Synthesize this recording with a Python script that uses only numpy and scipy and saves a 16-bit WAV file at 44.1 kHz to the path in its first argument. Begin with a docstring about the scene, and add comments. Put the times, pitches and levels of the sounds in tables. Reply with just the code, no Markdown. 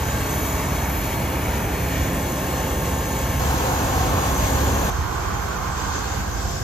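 """A steady roar with a high whine and whistles is heard first: a turboprop's gas turbine idling on an
airport apron. Turbulent exhaust and intake flow give the broadband noise, the spinning shaft a harmonic
whine, and air at the intake the whistles. Beneath them drones a diesel ground power unit, its tones set
by the firing of its cylinders. The listener, a pair of microphones, takes three places in turn, changing
abruptly: at the boarding door, closer to the wing, and turned away towards the terminal."""
import sys
import numpy as np
from scipy import signal
from scipy.fft import rfft, irfft, next_fast_len
from scipy.io import wavfile
from scipy.ndimage import uniform_filter1d, map_coordinates

SR = 44100
rng = np.random.default_rng(int(sys.argv[2]) if len(sys.argv) > 2 else 0)


def put_to_file(sound):
    """Save the sound as 16-bit audio at rate SR, in the file named by the first command-line argument."""
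    columns = np.atleast_2d(sound).T  # one column per channel
    safe = np.clip(columns, -1, 1)
    whole_steps = np.round(safe * 32767)
    wavfile.write(sys.argv[1], SR, whole_steps.astype(np.int16))


N = 292383

DOOR, WING, TERMINAL = range(3)
# the listener's stay at each place: (start [s], end [s])
STAYS = [(-1, 3.395), (3.395, 4.9), (4.9, 8)]
# how the sound meets the two microphones at each place:
# (frequency [Hz], coherence [0-1], left over right [dB], left phase lead [rad])
MICS_DOOR = [(130, 1, -1, 0.21), (300, 0.97, -2, -0.16), (553, 0.78, -1, -0.086), (970, 0.83, 1, -0.53),
             (1480, 0.16, 1, -1.4), (1800, 0.85, 0.7, 0.052), (2430, 0.98, 0, 0.9), (3720, 0.84, 1.5, 1),
             (5530, 0.16, 2, -1.1), (6870, 1, 1.5, -1.25)]
MICS_WING = [(130, 0.94, -1.5, -0.19), (302, 0.91, -3, 0.29), (547, 0.72, 1, 1.14), (945, 0.84, 0.5, 1),
             (1450, 0.39, -3, 1.9), (1750, 0.52, 0, -0.072), (2380, 0.21, 3, 0.4), (3600, 0.08, 1, -1.2),
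             (5240, 0.42, 3.5, -0.27), (6850, 0.34, 0, -1.14)]
MICS_TERMINAL = [(130, 1, -2.5, -0.85), (300, 0.94, -2, -0.4), (455, 0.14, -4.5, -1.3),
                 (547, 0.76, -1, 2.5), (710, 0.2, -7.5, 1), (1000, 0.57, -8, 1), (1480, 0.56, -6.5, -0.35),
                 (1850, 0.35, 6, 0), (2370, 0.17, -2, 1.6), (3500, 0.12, 1.5, -2.5), (5500, 0.04, 4.5, 1),
                 (7730, 0.11, -5.5, 1.5)]
# the microphones' stereo colouring of the high hiss, the same at every place; columns as above
MIC_TREBLE = [(7750, .85, 0, -2.6), (8200, .97, 0, -3.1), (9100, .96, 0, -3.3), (9600, .75, 0, -3.8),
              (10000, .5, 0, -4.7), (10600, .85, 0, -5.95), (11800, .98, 0, -6.28), (13000, .78, 0, -6.7),
              (14200, .7, 0, -8), (14800, .93, 0, -9.3)]
# spectra of combustion rumble, exhaust roar, intake rush and compressor hiss:
# (frequency [Hz], relative spectral density [dB])
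RUMBLE = [(15, -45), (28, -26), (38, -10), (48, -2.5), (70, -1.5), (100, -1.5), (135, -5.5), (170, -21),
          (260, -35)]
ROAR_DOOR = [(90, -16), (170, 2), (250, -2), (330, -5.5), (420, -4.5), (520, -9), (620, -5), (760, -8),
             (900, -5), (1025, -10.5), (1110, -10.5), (1250, -12), (1340, -13.5), (1480, -14), (1620, -11),
             (2000, -25)]
ROAR_WING = [(90, -16), (170, 1.5), (250, -2), (330, -2.5), (420, -4.5), (520, -3.5), (590, -5.5),
             (780, -2), (1080, -4.5), (1250, -9), (1400, -8), (1620, -10), (2000, -30)]
ROAR_TERMINAL = [(90, -40), (170, 0.8), (250, -6), (330, -5), (420, -5), (520, -7), (590, -8.5), (660, -4),
                 (780, -2.5), (1080, -2), (1250, -5.5), (1400, -6), (1630, -6), (1730, -18), (2000, -30)]
RUSH_DOOR = [(1450, -26), (1780, 3), (2000, 0), (2300, -0.5), (2800, -1), (3500, -4), (4300, -8),
             (5300, -8), (5900, -5), (6600, -4), (7400, -4), (8800, -63)]
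RUSH_WING = [(1450, -2), (1780, 4.5), (2000, -1.5), (2300, 0), (2800, -1.5), (3500, -3.5), (4300, -5),
             (5300, -6), (5900, -6), (6600, -2.5), (7400, -5), (8800, -53)]
RUSH_TERMINAL = [(1450, -37), (1780, 3.5), (2000, 0.5), (2300, 0.5), (2800, -2.5), (3500, -3.5),
                 (4300, -5.5), (5300, -4), (5900, -6.5), (6600, -3), (7400, -4.5), (8800, -23)]
HISS = [(6900, -25), (7700, -2), (8300, -1), (9000, -3.5), (10200, -5.6), (11600, -5.6), (12900, -1),
        (13800, 1), (14500, -0.5), (15000, -4), (15600, -7), (16500, -20)]
# harmonic series: (harmonic number, level at door [dB], at wing [dB], towards terminal [dB])
DIESEL_HARMONICS = [(2, -66, -50, -50), (3, -36, -37, -34), (4, -31, -29, -33.5), (5, -38.5, -36, -42),
                    (6, -44, -42.5, -45), (7, -44.5, -45, -53), (8, -38, -41.5, -47.5),
                    (10, -50, -48.5, -64), (15, -52.5, -52, -58), (19, -49, -63, -72)]  # of the engine cycle; the fourth is the firing rate
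SHAFT_OVERTONES = [(2, -61, -53.5, -53.5), (3, -60, -55, -58), (4, -53.5, -54, -57), (5, -64, -68, -56),
                   (11, -59, -65, -72), (12, -52, -47.5, -60), (13, -51, -52, -68)]
# intake whistles: (frequency [Hz], width [Hz], level at door [dB], at wing [dB], towards terminal [dB])
WHISTLES = [(6208, 60, -45.5, -42, -46.5), (6962, 55, -45, -42.3, -50.5), (7700, 80, -45, -42.7, -51.5),
            (8430, 170, -48.5, -48, -59)]
# brief noise bands: (peak time [s], length [s], centre [Hz], width of each filter stage [Hz], level [dB])
SWISHES = [(.4, 0.35, 12600, 3600, -36), (.98, 0.32, 12800, 2000, -37.5)]
PASSING_BANDS = [(0.143, 0.46, 1574, 110, -39.5), (.2, 0.97, 394, 150, -42.5), (1.1, 2.4, 1320, 400, -43),
                 (1.12, .45, 4279, 24, -54), (.3, 0.84, 2260, 50, -43.5), (0.59, 1.6, 1115, 90, -41),
                 (1.353, 2.06, 2260, 524, -39.5), (2.067, 0.3, 1860, 240, -41), (3.13, 0.54, 1775, 36, -47),
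                 (3.95, .3, 1590, 120, -46), (4.18, 0.18, 1150, 110, -33.5), (5.23, 0.29, 1126, 130, -35.5),
                 (5.7, 0.6, 1060, 240, -35.5), (6.003, 0.11, 360, 200, -37.5), (6, 0.45, 4279, 24, -52),
                 (6.25, 1.1, 1584, 170, -43), (6.25, 0.75, 523, 50, -45), (6.3, 0.99, 199, 70, -41.5),
                 (6.42, 0.7, 338, 170, -41.5), (6.52, 0.36, 5350, 1100, -43.5)]
# smooth rises and dips: (peak time [s], length [s], level change [dB])
RUMBLE_SURGES = [(2.04, 0.088, 4.5), (2.42, 0.54, -3.5), (3.46, 0.19, 3), (3.8, 0.24, -4), (4.0, 0.33, 1.5),
                 (4.6, 0.4, 3), (5.55, 0.15, -6)]
RUMBLE_LULLS = [(.3, 1.5, -2.5), (2.7, .5, -1.5), (5.9, 1, -1)]  # these leave the diesel's throb bare
FAN_SWELLS = [(.3, 0.67, 4), (2.15, 0.47, 5.5), (4.6, 0.57, 6)]
SHAFT_SWELLS = [(3.46, .22, 1.5), (3.95, 0.36, -1.5), (4.5, .55, 3)]
# the turbine comes into the open (+) or is screened (-); each layer takes its own share of the change:
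# (peak time [s], length [s], full level change [dB])
OPENINGS = [(.35, 0.61, 3.5), (1.45, 1.1, -9.5), (4.5, 0.45, 5), (5.94, 0.3, 5), (6.53, 0.5, 5.5)]

CYCLE_HZ, FAST_CYCLE_HZ = 17.083, 18.0  # diesel engine cycle
SHAFT_HZ = 1069.7
WHISTLE_PURITY = .22  # share of a whistle's power in its held tone
FACING_S, LEAVING_S = 2.33, 5.94  # the listener faces the engine; later turns further away
ECHO_MS, CLOSER_MS = 1.817, 0.19  # fuselage echo: its delay, and the most that this shortens
TREBLE_HZ, TOP_HZ = 3240, 15720  # treble shelf corner; upper band limit


def amp(db):
    """Amplitude ratio of a level in decibels."""
    return 10 ** (np.asarray(db) / 20)


def unit(x):
    """Normalisation to rms 1."""
    return x / np.sqrt(np.mean(x ** 2) + 1e-20)


def clock():
    """Sample times in seconds."""
    return np.arange(N) / SR


def grid():
    """Fourier frequencies of the zero-padded signal."""
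    return np.fft.rfftfreq(2 * next_fast_len(N // 2 + 4096), 1 / SR)


def along(rows, hz):
    """Interpolation of a table's columns on a logarithmic frequency axis."""
    knots_hz, *columns = np.transpose(rows)
    return [np.interp(np.log(hz + 1), np.log(knots_hz + 1), column) for column in columns]


def wobble(rate):
    """Slow random modulation: a spline through `rate` Gaussian knots a second."""
    return map_coordinates(rng.standard_normal(int(N * rate / SR) + 4), [np.arange(N) * rate / SR])


def swell(peak_s, length, order=2):
    """Generalised Gaussian envelope; a higher order holds the top longer."""
    return np.exp(-abs(2 * (clock() - peak_s) / length) ** order)


def swells(rows):
    """Successive gains add in decibels: the sum of a table's rises and dips."""
    return sum(db * swell(peak_s, length) for peak_s, length, db in rows)


def leaving():
    """Directional loss as the listener turns from the aircraft, as a level change in decibels."""
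    return -6 * np.maximum(clock() - LEAVING_S, 0)


def colour(points):
    """Spectral envelope as a gain, zero beyond the table's ends."""
    hz = grid()
    return amp(along(points, hz)[0]) * (hz > points[0][0]) * (hz < points[-1][0])


def resonance(centre_hz, width_hz):
    """Response of a damped second-order resonator, its far skirts rolled off."""
    hz = grid()
    peak = hz * width_hz / (centre_hz ** 2 - hz ** 2 + 1j * hz * width_hz)
    return peak / (1 + ((hz - centre_hz) / (5 * width_hz)) ** 4)


def treble_shelf(x, lift_db):
    """Shelving filter: the treble is raised or lowered by a level that may vary in time."""
    hz = grid()
    highpass = 1 - 1 / (1 + (hz / TREBLE_HZ) ** 8)
    treble = irfft(rfft(x, 2 * (len(hz) - 1)) * highpass)[:, :N]
    return x + (amp(lift_db) - 1) * treble


def panned(x, balance_db):
    """Amplitude panning: the left channel exceeds the right by balance_db."""
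    return amp(balance_db * np.array([[.5], [-.5]])) * x


def rotation(hz, drift, rate):
    """Phase is the integral of frequency, which here wanders by about the fraction `drift`."""
    return 2 * np.pi * np.cumsum(hz * (1 + drift * wobble(rate))) / SR


def turbulence(gain, mics):
    """Partially coherent noise of rms 1: direct sound is common to both microphones, diffuse is not."""
    hz = grid()
    coherence, balance_db, lead = along(mics + MIC_TREBLE, hz)
    mix = np.arccos(np.clip(coherence, 0, .995)) / 2
    a, b = rng.standard_normal((2, len(hz))) + 1j * rng.standard_normal((2, len(hz)))
    common, opposed = np.cos(mix) * a, np.sin(mix) * b
    pair = np.array([common + opposed, common - opposed])
    pan = np.arctan(amp(balance_db))
    mic_gains = [np.sin(pan) * np.exp(1j * lead), np.cos(pan)]
    return unit(irfft(pair * gain * mic_gains)[:, :N])


def tone(angle, hz, mics, scatter, rate):
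    """Scintillation: moving hot air scatters a tone's amplitude and phase at each microphone; rms 1."""
    _, balance_db, lead = along(mics + MIC_TREBLE, hz)
    coarse = np.linspace(0, N * rate / SR, 2000)
    fine = np.linspace(0, coarse[-1], N)
    knots = rng.standard_normal((4, int(coarse[-1]) + 4))
    smooth = np.array([map_coordinates(row, [coarse]) for row in knots])
    paths = 1 + scatter * (smooth[:2] + 1j * smooth[2:])
    paths *= [[amp(balance_db) * np.exp(1j * lead)], [1]]
    carrier = np.exp(1j * angle)
    return unit(np.array([(np.interp(fine, coarse, path) * carrier).real for path in paths]))


def fuselage_echo(x, strength):
    """Comb filtering by a dull reflection; the peaks slide as its path shortens and grows again."""
    delay_ms = ECHO_MS - CLOSER_MS * swell(peak_s=1.7, length=0.69)
    delayed = np.arange(N) - delay_ms * SR / 1000
    echo = np.array([map_coordinates(side, [delayed]) for side in treble_shelf(x, lift_db=-15)])
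    return unit(x + strength * echo)


def shimmer(x, depth_db):
    """Interference of weak echoes off aircraft and concrete, as random drifting peaks and dips."""
    spectra = signal.stft(x, nperseg=2048)[2]
    field = rng.standard_normal(spectra.shape[1:])
    for _ in range(2):
        field = uniform_filter1d(field, size=2, axis=0)  # across frequency
        field = uniform_filter1d(field, size=14, axis=1)  # across time
    return signal.istft(spectra * amp(depth_db * unit(field)), nperseg=2048)[1][:, :N]


def ground_power(mics, place, cycle_hz, fan_db, rumble_db):
    """Uneven firing gives harmonics of the diesel's cycle; its fan hums two octaves above the firing."""
    angle = rotation(cycle_hz, drift=.0007, rate=1.5)
    drone = sum(amp(db[place]) * np.sqrt(2) * np.sin(k * angle + rng.uniform(0, 2 * np.pi))
                for k, *db in DIESEL_HARMONICS)
    fan = np.sqrt(2) * np.sin(16 * angle)
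    rumble = turbulence(colour(RUMBLE), mics)
    surge_db = swells(RUMBLE_SURGES)
    tones = amp(0.57 * surge_db) * drone + amp(fan_db + swells(FAN_SWELLS)) * fan
    return panned(tones, balance_db=-0.8) + amp(rumble_db + surge_db + swells(RUMBLE_LULLS)) * rumble


def swishes(mics):
    """Two airy swells of band-pass noise, perhaps the friction of nylon bags on clothes."""
    return sum(amp(db) * swell(peak_s, length) * turbulence(resonance(hz, width) ** 2, mics)
               for peak_s, length, hz, width, db in SWISHES)


def hoot(peak_s, length, hz, db):
    """A short, nearly pure tone rises out of the roar; a level difference places it to the left."""
    angle = rotation(hz, drift=.007, rate=25)
    envelope = amp(db + 1.5 * wobble(24)) * swell(peak_s, length, order=6)
    return panned(envelope * np.sqrt(2) * np.sin(angle), balance_db=8)


def passing_bands(mics, place):
    """Band-pass noise: brief swells of low roar, ringing midrange, a thin 4.3 kHz whine and hiss."""
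    start, end = STAYS[place]
    return sum(amp(db) * swell(peak_s, length, order=4) * turbulence(resonance(hz, width) ** 2, mics)
               for peak_s, length, hz, width, db in PASSING_BANDS if start < peak_s < end)


def airflow(roar, rush, mics, roar_db, rush_db, hiss_db, beaming, echo=0):
    """Turbulence in exhaust, intake and compressor radiates broadband noise; the intake's treble beams."""
    breeze = wobble(12)  # makes rush and hiss flutter together
    intake = turbulence(colour(rush), mics)
    if echo:
        intake = fuselage_echo(intake, echo)
    intake = treble_shelf(intake, beaming * swells(OPENINGS))
    exhaust = amp(roar_db + leaving() + 0.34 * wobble(5.91)) * turbulence(colour(roar), mics)
    intake *= amp(rush_db + 0.77 * leaving() + 0.44 * breeze + 0.77 * wobble(22.02))
    compressor = amp(hiss_db + 0.2 * breeze + 0.56 * wobble(20.97)) * turbulence(colour(HISS), mics)
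    return shimmer(exhaust + intake + compressor, depth_db=1.2)


def whistles(mics, place, beaming, flutter_db):
    """Flow tones at the intake, each in a narrow noise band; their pitches waver together with the flow."""
    angle_per_hz = rotation(1, drift=.003, rate=45)
    out = 0
    for hz, width, *db in WHISTLES:
        core = np.sqrt(WHISTLE_PURITY) * tone(hz * angle_per_hz, hz, mics, scatter=.3, rate=40)
        skirt = np.sqrt(1 - WHISTLE_PURITY) * turbulence(resonance(hz, width), mics)
        out = out + amp(db[place] + flutter_db * wobble(17)) * (core + skirt)
    return amp(beaming * swells(OPENINGS)) * out


def whine(mics, place, shaft_db, pipe_db):
    """Periodic rotation gives a shaft tone and its harmonics, over the exhaust pipe's hollow resonance."""
    approach_db = 6 * np.minimum(clock() - FACING_S, 0)
    angle = rotation(SHAFT_HZ, drift=0.0004, rate=20)
    shaft_gain = amp(shaft_db + 1.8 * approach_db + swells(SHAFT_SWELLS) + leaving())
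    shaft = shaft_gain * tone(angle, SHAFT_HZ, mics, scatter=0.08, rate=8)
    overtones = sum(amp(db[place]) * tone(k * angle, k * SHAFT_HZ, mics, scatter=0.75, rate=14)
                    for k, *db in SHAFT_OVERTONES)
    pipe = amp(pipe_db + approach_db) * turbulence(resonance(centre_hz=521.0, width_hz=35), mics)
    return shaft + amp(0.21 * swells(OPENINGS)) * overtones + pipe


def at_door():
    """Reflection: beside the boarding stairs the fuselage returns an echo of the intake."""
    mics = MICS_DOOR
    diesel = ground_power(mics, DOOR, CYCLE_HZ, fan_db=-40.5, rumble_db=-28)
    air = airflow(ROAR_DOOR, RUSH_DOOR, mics, roar_db=-27.5, rush_db=-35, hiss_db=-37,
                  beaming=0.1, echo=0.28)
    turbine = whistles(mics, DOOR, beaming=0.71, flutter_db=2.2)
    turbine += whine(mics, DOOR, shaft_db=-40.5, pipe_db=-36)
    return diesel + air + turbine + passing_bands(mics, DOOR) + swishes(mics)


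def at_wing():
    """Less spreading loss: nearer the turbine, its roar, rush and whistles are louder."""
    mics = MICS_WING
    diesel = ground_power(mics, WING, CYCLE_HZ, fan_db=-41, rumble_db=-27)
    air = airflow(ROAR_WING, RUSH_WING, mics, roar_db=-24.5, rush_db=-32, hiss_db=-37, beaming=.05)
    turbine = whistles(mics, WING, beaming=0.71, flutter_db=1.5)
    turbine += whine(mics, WING, shaft_db=-38, pipe_db=-37.5)
    bands = passing_bands(mics, WING)
    return diesel + air + turbine + bands + hoot(peak_s=4.05, length=0.29, hz=763, db=-34)


def towards_terminal():
    """Acoustic shadow: with the aircraft behind, hiss and fan are weaker. The diesel runs a bit faster."""
    mics = MICS_TERMINAL
    diesel = ground_power(mics, TERMINAL, FAST_CYCLE_HZ, fan_db=-55, rumble_db=-29.5)
    air = airflow(ROAR_TERMINAL, RUSH_TERMINAL, mics, roar_db=-28.5, rush_db=-37.5, hiss_db=-46.5,
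                  beaming=0.87)
    turbine = whistles(mics, TERMINAL, beaming=0.8, flutter_db=2)
    turbine += whine(mics, TERMINAL, shaft_db=-47, pipe_db=-49.5)
    return diesel + air + turbine + passing_bands(mics, TERMINAL)


def scene():
    """The three places follow one another, joined by equal-power crossfades of 5 ms."""
    t = clock()
    out = 0
    for (start, end), sound in zip(STAYS, [at_door, at_wing, towards_terminal]):
        inside_s = np.minimum(t - start, end - t)
        gate = np.sqrt(np.clip(inside_s / .005 + .5, 0, 1))
        out = out + gate * sound()
    return out


def record(dry):
    """Band limiting: an ideal low-pass filter passes nothing above TOP_HZ."""
    hz = grid()
    return irfft(rfft(dry, 2 * (len(hz) - 1)) * (hz < TOP_HZ))[:, :N]


dry = scene()
out = record(dry)
put_to_file(out)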